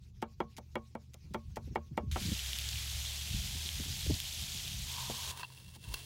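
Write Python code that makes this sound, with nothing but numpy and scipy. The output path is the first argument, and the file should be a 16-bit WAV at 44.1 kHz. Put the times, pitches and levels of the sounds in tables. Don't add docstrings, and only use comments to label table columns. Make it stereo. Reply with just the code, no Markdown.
import sys
import numpy as np
from scipy import signal
from scipy.fft import rfft, irfft, next_fast_len
from scipy.io import wavfile
from scipy.ndimage import uniform_filter1d, map_coordinates

SR = 44100
rng = np.random.default_rng(int(sys.argv[2]) if len(sys.argv) > 2 else 0)


def waveform_to_disk(signal):
    frames = np.transpose(np.atleast_2d(signal))
    scaled = np.clip(frames, -1, 1) * 32767
    samples = np.round(scaled).astype(np.int16)
    wavfile.write(sys.argv[1], SR, samples)


N = 267069
TIME = np.arange(N) / SR

# start_s, strength_db
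WIND_STRENGTH = [(0.0, -54.5), (1.15, -58), (1.62, -47), (1.88, -50.5), (2.1, -43), (2.2, -43.5),
                 (2.32, -31), (2.36, -52.5), (3.25, -55.5), (3.34, -42), (3.72, -52.5), (3.84, -39),
                 (3.98, -46), (4.11, -37.5), (4.18, -49), (4.95, -49), (5.5, -61.5), (5.83, -53),
                 (5.89, -49), (6.06, -65)]
# frequency_hz, level_db
RUMBLE_SPECTRUM = [(25, -26.5), (42, -5.5), (75, 1.5), (103, -5.5), (130, -5), (167, -12), (200, -12.5),
                   (260, -49), (440, -120)]
# frequency_hz, level_db
FLUTTER_SPECTRUM = [(59, -29), (100, 15), (288, -4), (448, -13), (486, -18.5), (829, -38.5), (900, -32),
                    (1170, -57), (1980, -120)]
# start_s, peak_db, rise_s
EDDIES = [(1.242, -48, 0.0093), (1.308, -43.5, 0.0086), (1.673, -46.5, 0.0055), (1.711, -37.5, 0.0093),
          (1.91, -40, 0.0094), (2.031, -43, 0.0067), (2.212, -42.5, 0.0076), (2.25, -37.5, 0.0084),
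          (2.281, -38.5, 0.0079), (2.063, -33.5, 0.018), (2.112, -32.5, .02), (2.316, -33.5, 0.0072),
          (3.341, -45.5, 0.0061), (3.55, -44, 0.0083), (3.647, -47.5, 0.0072), (3.796, -35.5, 0.0065),
          (3.854, -44, 0.0082), (4.063, -43, 0.0039), (4.073, -29.5, .018), (4.097, -31.5, 0.00495),
          (4.104, -30, 0.0049), (4.108, -28.5, 0.01215), (4.546, -47, 0.0084), (5.872, -38.5, 0.023)]
# start_s, firing_order_hz, firing_order_db, order_8_5_db (the order at 8/5 of the firing order)
ENGINE_COURSE = [(0, 74, -61.5, -64.5), (1.2, 76, -57.5, -62), (2.3, 76, -51.5, -65),
                 (2.34, 62.5, -48, -66), (2.77, 68, -43.5, -51.5), (3.3, 72.7, -46.5, -55),
                 (3.6, 76, -46, -70), (4.7, 80, -54.5, -57), (5.1, 81, -51, -54), (5.5, 81, -61.5, -59),
                 (6.06, 79, -58, -59.5)]
# multiple_of_firing_order, level_db (relative to the firing order)
WEAK_ORDERS = [(0.598, -14.5), (2, -18.5), (2.2, -21.5)]
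# start_s, level_db
HISS_LEVEL = [(0.0, -76.5), (0.44, -73.5), (0.99, -73), (2.12, -70)]
# frequency_hz, level_db
HISS_SPECTRUM = [(400, -60), (700, -20), (1300, -23.5), (2000, -20), (2550, -15), (3100, -18.5),
                 (3500, -18), (4900, -16), (5600, -16.5), (6400, -16.5), (8200, -27), (12500, -29.5),
                 (15000, -27), (15800, -28)]
# start_s, blow_db (relative), edge_click_db, contact_hardness_hz, crunch_db, crunch_lead_s
CHOP_BLOWS = [(0.2246, -28, -66, 1750, -51, 0.0057), (0.4031, -24, -48, 1620, -69, 0.0018),
              (0.583, -38.5, -45.5, 1030, -53.5, 0.017), (0.755, -24, -45, 1640, -66, .002),
              (0.9518, -33.5, -63, 1140, -62, 0.0023), (1.1423, -52, -43.5, 1800, -61, 0.0083),
              (1.345, -26.5, -60, 1780, -50.5, 0.008), (1.569, -31, -68, 1180, -51.5, 0.011),
              (1.757, -25.5, -62, 1770, -54.5, 0.0054), (1.976, -24.5, -51, 1600, -50, 0.0048),
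              (2.159, -29, -48, 2570, -66, 0.0054), (5.096, -26, -66, 470, -70, .004),
              (5.762, -49, -66, 584, -63, 0.0078)]
# pitch_hz, level_db (relative), t60_s
BOARD_MODES = [(225, -6.5, 0.23), (353, -3.5, 0.098), (468.6, -11.5, 0.15), (554, -47, 0.26),
               (587, -10.5, 0.14), (750, -10, 0.098), (891, 7.5, 0.045), (925, -43, 0.077),
               (1130, -29, 0.21), (1344, 5, 0.031), (1516, -12.5, 0.041), (1892, 2.5, 0.024),
               (2060, 4.5, 0.013), (2242, 4.5, 0.04), (2504, -7, 0.041), (2800, -6.5, 0.061),
               (3260, -3, 0.043)]
# frequency_hz, level_db
RATTLE_SPECTRUM = [(88, -72), (150, 3), (899, 8), (2070, -8.5), (2300, 5), (2490, -24), (3240, -3.5),
                   (6000, -34), (7800, -91), (13200, -120)]
# frequency_hz, level_db
SPLITTING_SPECTRUM = [(470, -84), (800, -10), (1270, -15), (2070, 2.5), (2720, -4), (3580, -4.5),
                      (5330, -3.5), (15800, -15)]
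# start_s, level_db
SIZZLE_LEVEL = [(2.114, -42), (2.14, -49), (2.17, -47), (2.23, -42), (4.63, -43), (4.8, -45), (4.94, -41.5),
                (5.316, -44)]
# frequency_hz, level_db
SIZZLE_SPECTRUM = [(150, -41), (250, -17), (319, -22.5), (406, -15.5), (459, -22.5), (696, -13),
                   (1250, -18.5), (1630, -15.5), (1810, -14), (3320, 0.5), (4860, -4), (6640, -4.5),
                   (9230, -11.5), (11400, -11.5), (15800, -18)]
# start_s, level_db, pitch_hz, treble_spray_db (relative to the pop)
LOUD_SPITS = [(2.393, -20, 3130, -16), (2.4615, -20, 3150, -19), (2.5322, -16, 3190, -20),
              (2.5876, -19.5, 3550, -4), (2.5935, -25, 2816, -17), (2.6897, -18.5, 4380, -14),
              (2.7316, -25, 3050, -19), (2.758, -23, 2800, -20), (3.0516, -25, 3430, -23),
              (3.2739, -30, 3100, -8), (3.6605, -20, 3820, -38), (3.6903, -17.5, 3250, -25),
              (4.0092, -24.5, 3980, -6), (4.1418, -19, 4320, -14), (4.2022, -19.5, 3400, -7),
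              (4.4386, -23.5, 3800, -18), (4.679, -22, 3605, -10)]
# start_s, skin_rasp_db, hollow_db
SAW_STROKES = [(4.82, -75, -78), (4.95, -64, -53), (5.3, -46.5, -54.5), (5.35, -53, -55.5),
               (5.41, -46.5, -51), (5.45, -59.5, -60), (5.465, -60, -75), (5.6, -57.5, -72),
               (5.72, -61, -77), (5.762, -54.5, -65), (5.778, -66.5, -88), (5.828, -58, -81),
               (5.842, -57.5, -67.5), (5.96, -47, -56), (6.02, -51.5, -71), (6.06, -52, -74)]
# frequency_hz, level_db
SKIN_SPECTRUM = [(240, -8.5), (400, -1.5), (707, -6), (961, -23), (1290, -11), (1460, -8), (2240, -3.5),
                 (2740, -16), (2950, -1), (3240, 2), (4760, -1.5), (7320, -6), (10400, -3.5), (13100, -15),
                 (15800, -3.5)]
# centre_hz, width_hz, level_db
PEPPER_MODES = [(985, 270, 0), (1550, 380, -10), (2720, 170, 0), (3290, 300, -8), (4300, 900, -14)]
# start_s, level_db, hollow_db, treble_db (the last two relative to the snap)
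FIBRE_SNAPS = [(5.374, -51, -15, 15.5), (5.4112, -38, -8, -16), (5.4302, -32.5, -1, -21),
               (5.441, -41, -24, -5), (5.4444, -40, -8, -6), (5.5007, -54, 1.5, 3), (5.521, -53, -8, 3),
               (5.571, -48, -22, -4), (5.68, -52.5, -10, 5), (5.839, -45.5, -23, 5),
               (5.9403, -34, -6, 10.5), (5.973, -46, -10, -16)]

HOLLOW_MODES, BLADE_MODES = PEPPER_MODES[:2], PEPPER_MODES[2:]
FLUTTER_DB, FLUTTER_GROWS = -24, 0.7
EDDY_TURNS, EDDY_ROUGH_DB = 2.3, -9
BLADE_HZ, LIFT_S, HELD_S = 1097, .045, .055
BLADE_DB, BLADE_GROWS, BLADE_DB_PER_OCT = -19.5, 1.73, 6
JUICE_DB, JUICE_DB_PER_S = -57.5, -8
STEEL_DB = -8
TOP_HZ = 15800


def amp(db):
    return 10 ** (np.asarray(db) / 20)


def unit(x):
    return x / np.sqrt(np.mean(x ** 2) + 1e-20)


def curves(rows):
    s, *cols = np.transpose(rows)
    return [np.interp(TIME, s, c) for c in cols]


def levels(rows):
    return [amp(c) * (TIME > rows[0][0]) * (TIME < rows[-1][0]) for c in curves(rows)]


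def wobble(rate):
    knots = rng.standard_normal(int(N * rate / SR) + 4)
    return map_coordinates(knots, [np.arange(N) * rate / SR])


def filtered(x, response):
    m = next_fast_len(len(x) + 8192)
    return irfft(rfft(x, m) * response(np.fft.rfftfreq(m, 1 / SR)), m)[:len(x)]


def coloured(x, points):
    f, db = np.transpose(points)
    return unit(filtered(x, lambda hz: amp(np.interp(np.log(hz + 1), np.log(f), db))))


def resonances(modes):
    return lambda f: sum(amp(db) * (1j * f * w / (c * c - f * f + 1j * f * w)) ** 2 for c, w, db in modes)


def gritty(per_s, spread_db, smooth):
    size = amp(spread_db * np.minimum(rng.exponential(size=N), 3))
    clicks = (rng.random(N) < per_s / SR) * size * rng.choice([-1, 1], size=N)
    return smooth * rng.standard_normal(N) + unit(clicks)


def patchy(x, depth_db, size):
    z = signal.stft(x, nperseg=256)[2]
    field = uniform_filter1d(rng.standard_normal(z.shape), size=5, axis=0)
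    field = uniform_filter1d(field, size=size, axis=1)
    return signal.istft(z * amp(depth_db * unit(field)), nperseg=256)[1][:N]


def add(track, s, sound):
    piece = track[round(s * SR):][:len(sound)]
    piece += sound[:len(piece)]


def wind():
    strength_db, = curves(WIND_STRENGTH)
    rumble = amp(4.8 * wobble(14)) * coloured(rng.standard_normal(N), RUMBLE_SPECTRUM)
    flutter = amp(3.2 * wobble(30)) * coloured(rng.standard_normal(N), FLUTTER_SPECTRUM)
    out = amp(strength_db) * unit(rumble)
    out += amp(FLUTTER_DB + FLUTTER_GROWS * strength_db) * unit(flutter)
    for s, db, rise in EDDIES:
        u = np.arange(round(7 * rise * SR)) / SR / rise
        swirl = np.sin(2 * np.pi * EDDY_TURNS * (0.275 * u + 1.378 * (1 - np.exp(-.45 * u))))
        edge_hz = 1.16 * EDDY_TURNS / rise
        rough = unit(filtered(rng.standard_normal(len(u)),
                              lambda hz: hz / 100 / (1 + hz / 100) / (1 + (hz / edge_hz) ** 5)))
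        add(out, s, amp(db) * u * np.exp(1 - u) * (swirl + amp(EDDY_ROUGH_DB) * rough))
    return out


def engine():
    hz, main_db, upper_db = curves(ENGINE_COURSE)
    phase = 2 * np.pi * np.cumsum(hz * (1 + 0.0066 * wobble(8))) / SR
    orders = [(1, main_db), (8 / 5, upper_db)] + [(k, main_db + db) for k, db in WEAK_ORDERS]
    out = np.zeros(N)
    for k, db in orders:
        tone = np.sin(k * phase + rng.uniform(0, 2 * np.pi))
        out += np.sqrt(2) * amp(db + 1.5 * wobble(9)) * tone
    return out


def faint_hiss():
    dip_db = sum(-5 * (TIME > s) * np.exp(-((TIME - s) / 0.054) ** 2) for s, *_ in CHOP_BLOWS)
    hiss = patchy(gritty(per_s=1000, spread_db=-10, smooth=10.0), depth_db=3.0, size=10)
    return levels(HISS_LEVEL)[0] * amp(dip_db + 2.5 * wobble(31.0)) * coloured(hiss, HISS_SPECTRUM)


def board_knock(t, hard_hz):
    ring = np.zeros(len(t))
    for k, (hz, level, t60) in enumerate(BOARD_MODES):
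        level += rng.normal(0, 2.5)
        mode = amp(level - 60 * t / t60) * np.sin(2 * np.pi * hz * t)
        ring += (-1) ** k * mode / (1 + (hz / hard_hz) ** 2)
    rattle = coloured(rng.standard_normal(len(t)), RATTLE_SPECTRUM)
    rattle *= amp(6.5 - 60 * t / 0.067) + amp(-17.5 - 60 * t / 0.17)
    rattle = filtered(rattle, lambda hz: 1 / (1 + 1j * hz / hard_hz) ** 2)
    push = -amp(10.0) * np.exp(-((t - .0012) / 0.000089) ** 2) / (1 + (1100 / hard_hz) ** 2)
    return (1 - np.exp(-t / 0.00096)) * (ring + rattle + push)


def chops():
    out, t = np.zeros(N), np.arange(SR // 3) / SR
    crunch = coloured(gritty(per_s=3000, spread_db=4, smooth=.8), SPLITTING_SPECTRUM)
    free = np.exp(-(t / HELD_S) ** 1.5) / (1 + np.exp((LIFT_S - t) / .006))
    blade = np.sin(2 * np.pi * BLADE_HZ * t) * free / free.max()
    for s, db, click_db, hard_hz, crunch_db, lead in CHOP_BLOWS:
        add(out, s, amp(db - 8) * board_knock(t, hard_hz))
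        blade_db = BLADE_DB + BLADE_GROWS * db + BLADE_DB_PER_OCT * np.log2(hard_hz / 1600)
        add(out, s, amp(blade_db) * blade)
        cut = crunch[round((s - lead) * SR):][:len(t)]
        since = t[:len(cut)]
        decay = amp(crunch_db - 60 * np.maximum(since - lead, 0) / 0.041)
        add(out, s - lead, cut * (1 - np.exp(-since / 0.00041)) * decay)
        click = coloured(rng.standard_normal(len(t)), SPLITTING_SPECTRUM)
        add(out, s, click * amp(click_db - 60 * t / 0.012))
    return out


def fat_spits():
    t, pops = np.arange(SR // 80) / SR, np.zeros(N)
    draw = rng.standard_normal(size=(2200, 3))
    small_s = rng.uniform(2.2, SIZZLE_LEVEL[-1][0], len(draw))
    small_db = -45 + 2.06 * draw[:, 0] ** 2 / (1 + np.abs(draw[:, 0]) / 3)
    small_hz = 3500 * np.exp(0.284 * draw[:, 1])
    small = np.column_stack([small_s, small_db, small_hz, -9 + 4 * draw[:, 2]])
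    for s, db, hz, treble_db in [*LOUD_SPITS, *small]:
        bubble = np.sin(2 * np.pi * hz * t) * amp(-60 * t * hz / 13) * (1 - np.exp(-t / 0.000096))
        spray = amp(treble_db - 60 * t / 0.0035) * rng.standard_normal(len(t))
        add(pops, s, amp(db) * (bubble + spray))
    return filtered(pops, lambda hz: (1j * hz / 1600 / (1 + 1j * hz / 1600)) ** 2)


def sizzle():
    level, = levels(SIZZLE_LEVEL)
    hiss = patchy(gritty(per_s=2500, spread_db=-1, smooth=1.0), depth_db=1.5, size=2)
    out = level * amp(0.36 * wobble(45) + 0.3 * wobble(6)) * coloured(hiss, SIZZLE_SPECTRUM)
    juice_db = JUICE_DB + JUICE_DB_PER_S * (TIME - SIZZLE_LEVEL[0][0])
    juice = unit(filtered(hiss, resonances([(1890, 2100, 0)])))
    out += (level > 0) * amp(juice_db) * juice
    return out + fat_spits()


def fibre_snaps():
    out, t = np.zeros(N), np.arange(SR // 20) / SR
    for s, db, hollow_db, treble_db in FIBRE_SNAPS:
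        burst = rng.standard_normal(len(t)) * amp(-60 * t / 0.018) * (1 - np.exp(-t / 0.00085))
        high = filtered(burst, resonances(BLADE_MODES))
        low = filtered(burst, resonances(HOLLOW_MODES))
        crack = coloured(burst, SKIN_SPECTRUM)
        snap = high / np.abs(high).max()
        snap += amp(hollow_db) * low / np.abs(low).max()
        snap += amp(treble_db) * crack / np.abs(crack).max()
        add(out, s, amp(db) * snap)
    return out


def pepper():
    rasp, hollow = levels(SAW_STROKES)
    rub = amp(1.1 * wobble(70)) * gritty(per_s=1000, spread_db=7, smooth=1.45)
    out = rasp * coloured(rub * rng.choice([-1, 1], size=N), SKIN_SPECTRUM)
    out += hollow * unit(filtered(rub, resonances(HOLLOW_MODES)))
    out += amp(STEEL_DB) * rasp * unit(filtered(rub, resonances(BLADE_MODES)))
    return out + fibre_snaps()


def scene():
    mono = wind() + engine() + faint_hiss() + chops() + sizzle() + pepper()
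    return np.array([mono, mono])


def record(dry):
    return np.array([filtered(ch, lambda hz: hz < TOP_HZ) for ch in dry])


dry = scene()
out = record(dry)
waveform_to_disk(out)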